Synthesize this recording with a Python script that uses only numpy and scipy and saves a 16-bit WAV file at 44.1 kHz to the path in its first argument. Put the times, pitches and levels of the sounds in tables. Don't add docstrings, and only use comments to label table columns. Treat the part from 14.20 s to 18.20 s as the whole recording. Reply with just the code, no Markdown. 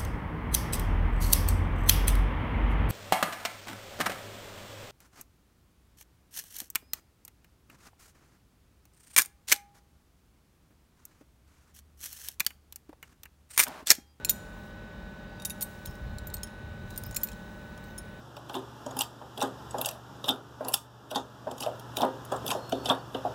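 import sys
import numpy as np
from scipy import signal
from scipy.fft import rfft, irfft
from scipy.io import wavfile

SR = 44100
rng = np.random.default_rng(int(sys.argv[2]) if len(sys.argv) > 2 else 0)


def store_wav(level_fs):
    pcm = np.round(np.clip(np.atleast_2d(level_fs), -1, 1) * 32767)
    wavfile.write(sys.argv[1], SR, pcm.T.astype(np.int16))


N = 176400
TIME = np.arange(N) / SR
RING_TIME = TIME[:SR // 6]

# (frequency [Hz], relative level [dB])
ROOM_TONE_COLOUR = [(25, -26), (45, 3.5), (75, -3), (120, -8), (158, -11.5), (195, -1), (253, -12),
                    (421, -12), (520, -15.5), (660, -17.5), (860, -16.5), (1270, -20.5), (1600, -21),
                    (2010, -26.5), (2550, -26), (3000, -30), (3450, -31), (3800, -23.5), (4300, -35),
                    (7000, -41.5), (10900, -51), (15500, -45)]
RUMBLE_COLOUR = [(25, -8), (48, 0.5), (100, 2), (170, -11), (300, -27), (800, -72)]
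HISS_COLOUR = [(3000, -7.5), (5500, 1), (9000, -4.5), (14000, -6.5), (15200, -4), (15650, 9), (16000, -5.5)]
# (time [s], level [dB])
RUMBLE_CONTOUR = [(0.0, -53), (0.04, -69), (1.61, -50), (1.69, -36), (1.74, -47), (1.83, -38.5),
                  (1.96, -37.5), (1.99, -41.5), (2.13, -39), (2.27, -49.5), (2.48, -40), (2.77, -43),
                  (2.92, -40.5), (2.96, -50.5), (4.0, -61)]
# (time [s], level [dB])
HISS_RIDE = [(0, -75), (.47, -65.5), (.54, -75), (1.17, -74), (1.25, -72), (1.5, -62), (1.8, -69),
             (2.2, -74), (2.4, -74), (2.65, -70), (2.72, -61.5), (3.2, -65.5), (4, -69.5)]
# (frequency [Hz], rms level [dB])
MOTOR_WHINE = [(211, -57.5), (550, -62.5), (601.5, -59.5), (812, -64.5), (899.5, -67), (1498.8, -54),
               (1699, -67), (1899, -66), (2950, -72.5)]
MOTOR_HUM = [(54, -65), (99, -56.5), (139, -58), (177, -56.5), (226, -59), (300, -66)]
# (start [s], end [s], low resonance [Hz], its level [dB], level of the high resonance [dB])
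SCRAPES = [(1.04, 1.22, 4700, -70, -90), (1.653, 1.795, 5340, -65, -66), (1.795, 1.98, 4180, -70, -78),
           (2.68, 2.776, 3940, -59, -71), (2.835, 2.877, 5100, -54.5, -71.5), (2.865, 2.91, 5300, -61, -68),
           (3.62, 3.75, 6060, -71, -70)]
# (time [s], level [dB])
SNAP_CUES = [(1.6584, -33), (1.9838, -45), (2.141, -45), (2.8142, -43), (2.837, -25.5), (2.9464, -25),
             (3.0327, -30)]
# (frequency [Hz], relative level [dB])
SNAP_COLOUR = [(2000, -14), (5000, -9), (9000, -13.5), (12000, -7), (14800, -9), (16500, 0)]
PLATE_COLOUR = [(600, -41.5), (1500, -3), (2400, -5), (4000, 0), (7000, 4), (10000, 4), (12800, -9),
                (14500, 5), (16500, 2)]
PART_MODES = { "ring": [(3790, -18, .03), (4300, -17, .03), (5800, -13, .03), (6115, -17, .08),
              (6985, -3, .042), (8150, -16, .06), (9680, -12, .08), (7500, -12, .05), (10910, -6, .045),
              (11900, -7, .035), (14195, -2, .06)], "loop": [(2700, -21, .025), (3747, -9, .048),
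              (4650, -15, .03), (5652, -17, .055), (6115, -19, .1), (6955, -7, .042), (8150, -17, .06),
              (9680, -10, .085), (10190, -21, .1), (10910, -2, .055), (11930, -5, .048), (14190, -5, .07)],
              "hook": [(2470, -5, .035), (2650, -10, .03), (4215, -2, .036), (5450, -5, .024),
              (7010, -3, .05), (7530, -4, .05), (9250, -3, .028), (10950, -6, .03), (11250, -5, .025),
              (11880, -6, .04), (13900, -7, .045), (14520, 2, .028), (15630, -12, .038)],
              "link": [(3225, -19, .037), (5330, -10, .05), (5400, -14, .075), (6610, -9, .06),
              (6790, -14, .035), (9730, -2, .048), (13680, -15, .045), (14470, -10, .04)],
              "swivel": [(4280, -13, .03), (6900, -11, .025), (8170, -9, .07), (8490, -8, .04),
              (11650, -17, .05), (13980, 0, .045), (14450, -14, .06)], "pin": [(6790, -21, .07),
              (7500, -18, .06), (9700, -19, .04), (10190, -21, .07), (14190, 0, .052), (14420, -8, .05)],
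              "shackle": [(4985, -16, .045), (8950, -7, .03), (9160, 0, .045), (11935, -7, .025),
              (13600, -3, .035), (13800, -4, .04)], "strap": [(3850, -8, .02), (4235, -4, .018),
              (5600, -9, .018), (7505, -1, .028), (9700, -9, .025), (10940, -8, .04), (14000, -8, .02),
              (15600, -8, .02)], "eyelet": [(5280, -15, .04), (6800, 0, .035)], }
# (time [s], part, ring gain [dB], brightness [dB/octave], clack gain [dB])
CONTACT_CUES = [ (0.0481, "hook", -25, 2, -26.5), (0.088, "ring", -50, -24, -43),
                (0.0946, "ring", -21, -6.5, -16), (0.096, "pin", -16, -3, -42),
                (0.102, "link", -29.5, 27, -36), (0.1073, "loop", -35.5, -8, -27),
                (1.1988, "loop", -52.5, -16, -53), (1.221, "loop", -48, -9, -43),
                (1.2502, "link", -51, 4, -25.5), (1.253, "loop", -25, -0.5, -25.5),
                (1.298, "loop", -36, 6, -35), (1.3040, "loop", -38, -10.5, -38),
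                (1.4097, "link", -31, 8, -33), (1.417, "swivel", -33, 4, -31),
                (1.4220, "loop", -30.5, 2, -36), (1.426, "swivel", -25.5, 2, -31.5),
                (1.655, "strap", -53.5, -13, -41), (1.659, "shackle", -49, 24, -32),
                (1.6720, "link", -47.5, -12, -55), (1.7095, "pin", -61, -2, -51),
                (1.7535, "shackle", -66, 10, -49), (1.9843, "strap", -41.5, -6, -41),
                (2.071, "pin", -33, -3, -41.5), (2.101, "strap", -49, -5, -50),
                (2.1382, "strap", -53, 7, -38.5), (2.1412, "swivel", -28.5, 0, -32),
                (2.1683, "swivel", -53.5, -21, -43), (2.1813, "eyelet", -49, 0, -58),
                (2.2328, "link", -30, -3.5, -30), (2.2718, "link", -58, -14, -48),
                (2.7058, "pin", -57, -5, -40), (2.761, "link", -49, 5, -39),
                (2.777, "shackle", -33, 8, -30.5), (2.8637, "shackle", -53.5, 29, -62),
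                (2.911, "shackle", -52, 2, -38.5), (2.9263, "eyelet", -48, 0, -49),
                (2.95, "eyelet", -33, 0, -51), (2.962, "swivel", -33, 5, -30),
                (2.9659, "hook", -26.5, 2, -25), (3.0133, "link", -46, -9, -54),
                (3.0335, "pin", -18.5, 5, -29.5), (3.0398, "eyelet", -50, 7, -33),
                (3.072, "hook", -49, 1, -41), (3.0875, "hook", -58, -8.5, -39),
                (3.1176, "link", -57, -17.5, -44), (3.131, "strap", -51.5, -7, -53),
                (3.577, "link", -73, -23, -47), (3.6390, "swivel", -52.5, -8, -56),
                (3.7794, "link", -36.5, 1, -46), (3.784, "link", -35.5, 3, -40), ]


def from_db(db):
    return 10 ** (np.asarray(db) / 20)


def unit_rms(x):
    return x / np.sqrt(np.mean(x ** 2) + 1e-20)


def gain_at(colour, hz):
    points_hz, db = np.transpose(colour)
    return from_db(np.interp(np.log(np.maximum(hz, 1)), np.log(points_hz), db))


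def decay(t, t60):
    return np.exp(-np.log(1000) * t / t60)


def noise(colour, size):
    white = rfft(rng.standard_normal(size))
    return unit_rms(irfft(white * gain_at(colour, np.fft.rfftfreq(size, 1 / SR)), size))


def drift(turns_per_s):
    knots = rng.standard_normal(400)
    return np.interp(TIME * turns_per_s, np.arange(len(knots)), knots)


def resonance(x, hz, width_hz):
    radius = np.exp(-np.pi * width_hz / SR)
    poles = [1, -2 * radius * np.cos(2 * np.pi * hz / SR), radius ** 2]
    return unit_rms(signal.lfilter([1, 0, -1], poles, x))


def add(out, start_s, sound):
    i = int(np.clip(start_s * SR, 0, N - 1))
    out[i:i + len(sound)] += sound[:N - i]


def room_tone(level_db=-46.5):
    return from_db(level_db) * noise(ROOM_TONE_COLOUR, N)


def hiss():
    level_db = np.interp(TIME, *np.transpose(HISS_RIDE))
    return from_db(level_db) * noise(HISS_COLOUR, N)


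def rumble(anchor_db=-38.5, swing=1.54):
    contour_db = np.interp(TIME, *np.transpose(RUMBLE_CONTOUR))
    level_db = anchor_db + swing * (contour_db - anchor_db)
    return from_db(level_db) * noise(RUMBLE_COLOUR, N)


def motor(level_waver=0.057, phase_waver_rad=0.114, wavers_per_s=4.21):
    out = np.zeros(N)
    for hz, db in list(MOTOR_WHINE) + list(MOTOR_HUM):
        phase = 2 * np.pi * (hz * TIME + rng.random()) + phase_waver_rad * drift(wavers_per_s)
        waver = 1 + level_waver * drift(wavers_per_s)
        out += np.sqrt(2) * from_db(db) * waver * np.sin(phase)
    return out


def workshop_echo(x, predelay_s=0.012, top_hz=12200, top_t60_share=0.41):
    t, response = TIME[:SR], 0
    lowpass = signal.butter(4, top_hz, fs=SR, output="sos")
    for t60, energy_db in ((0.172, -26), (0.56, -23)):
        white = rng.standard_normal(SR)
        body = signal.sosfiltfilt(lowpass, white)
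        top = white - body
        tail = (body * decay(t, t60) + top * decay(t, t60 * top_t60_share)) * (t > predelay_s)
        response += from_db(energy_db) * tail / np.sqrt(np.sum(tail ** 2))
    return signal.fftconvolve(x, response)[:N]


def scrapes(slips_per_s=710, spread_db=5):
    out = np.zeros(N)
    slipping = rng.random(N) < slips_per_s / SR
    strength = from_db(spread_db * rng.standard_normal(N))
    slips = slipping * strength * rng.choice([-1, 1], N)
    for start, end, low_hz, low_db, high_db in SCRAPES:
        run = slips[int(start * SR):int(end * SR)]
        low = from_db(low_db) * resonance(run, low_hz, width_hz=170)
        high = from_db(high_db) * resonance(run, hz=13750, width_hz=400)
        add(out, start, (low + high) * np.sqrt(np.hanning(len(run))))
    return out


def snaps():
    out = np.zeros(N)
    envelope = decay(RING_TIME, t60=0.0086)
    for start, db in SNAP_CUES:
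        add(out, start, from_db(db) * envelope * noise(SNAP_COLOUR, len(RING_TIME)))
    return out


def plate_clack(slot_hz=260, mean_t60_s=0.03):
    slots = np.arange(1400, 16000, slot_hz)[:, None]
    place, length, polarity = rng.random((3, len(slots), 1))
    hz = slots + place * slot_hz
    gain = gain_at(PLATE_COLOUR, hz)
    t = RING_TIME[:len(RING_TIME) // 2]
    fade = decay(t, mean_t60_s * (.5 + length))
    modes = gain * np.sign(polarity - .5) * np.sin(2 * np.pi * hz * t) * fade
    crack = from_db(6.5) * decay(RING_TIME, t60=0.003)
    clatter = from_db(-13.5) * decay(RING_TIME, t60=0.03)
    out = (crack + clatter) * noise(PLATE_COLOUR, len(RING_TIME))
    add(out, 0, modes.sum(axis=0) / np.sqrt(np.sum(gain ** 2) / 2))
    return out / 2


def part_ring(part, ring_db, brightness, pivot_hz=9300, spread_db=1.7):
    hz, mode_db, t60 = np.transpose(PART_MODES[part])
    tilt_db = brightness * np.log2(hz / pivot_hz)
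    gain = from_db(ring_db + mode_db + tilt_db + spread_db * rng.standard_normal(len(hz)))
    modes = np.sin(2 * np.pi * hz[:, None] * RING_TIME) * decay(RING_TIME, t60[:, None])
    return (gain * rng.choice([-1, 1], len(hz))) @ modes


def contacts():
    out = np.zeros(N)
    for start, part, ring_db, brightness, clack_db in CONTACT_CUES:
        add(out, start, part_ring(part, ring_db, brightness) + from_db(clack_db) * plate_clack())
    return out


def scene():
    bed = hiss() + room_tone() + rumble() + motor()
    small_parts = signal.butter(4, 1550, "high", fs=SR, output="sos")
    steel = signal.sosfilt(small_parts, contacts() + snaps() + scrapes())
    return (bed + steel + workshop_echo(steel))[None]


def record(dry):
    low_cut = signal.butter(6, 31, "high", fs=SR, output="sos")
    high_cut = signal.ellip(10, .1, 70, 15900, fs=SR, output="sos")
    return signal.sosfilt(high_cut, signal.sosfilt(low_cut, dry))


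dry = scene()
out = record(dry)
store_wav(out)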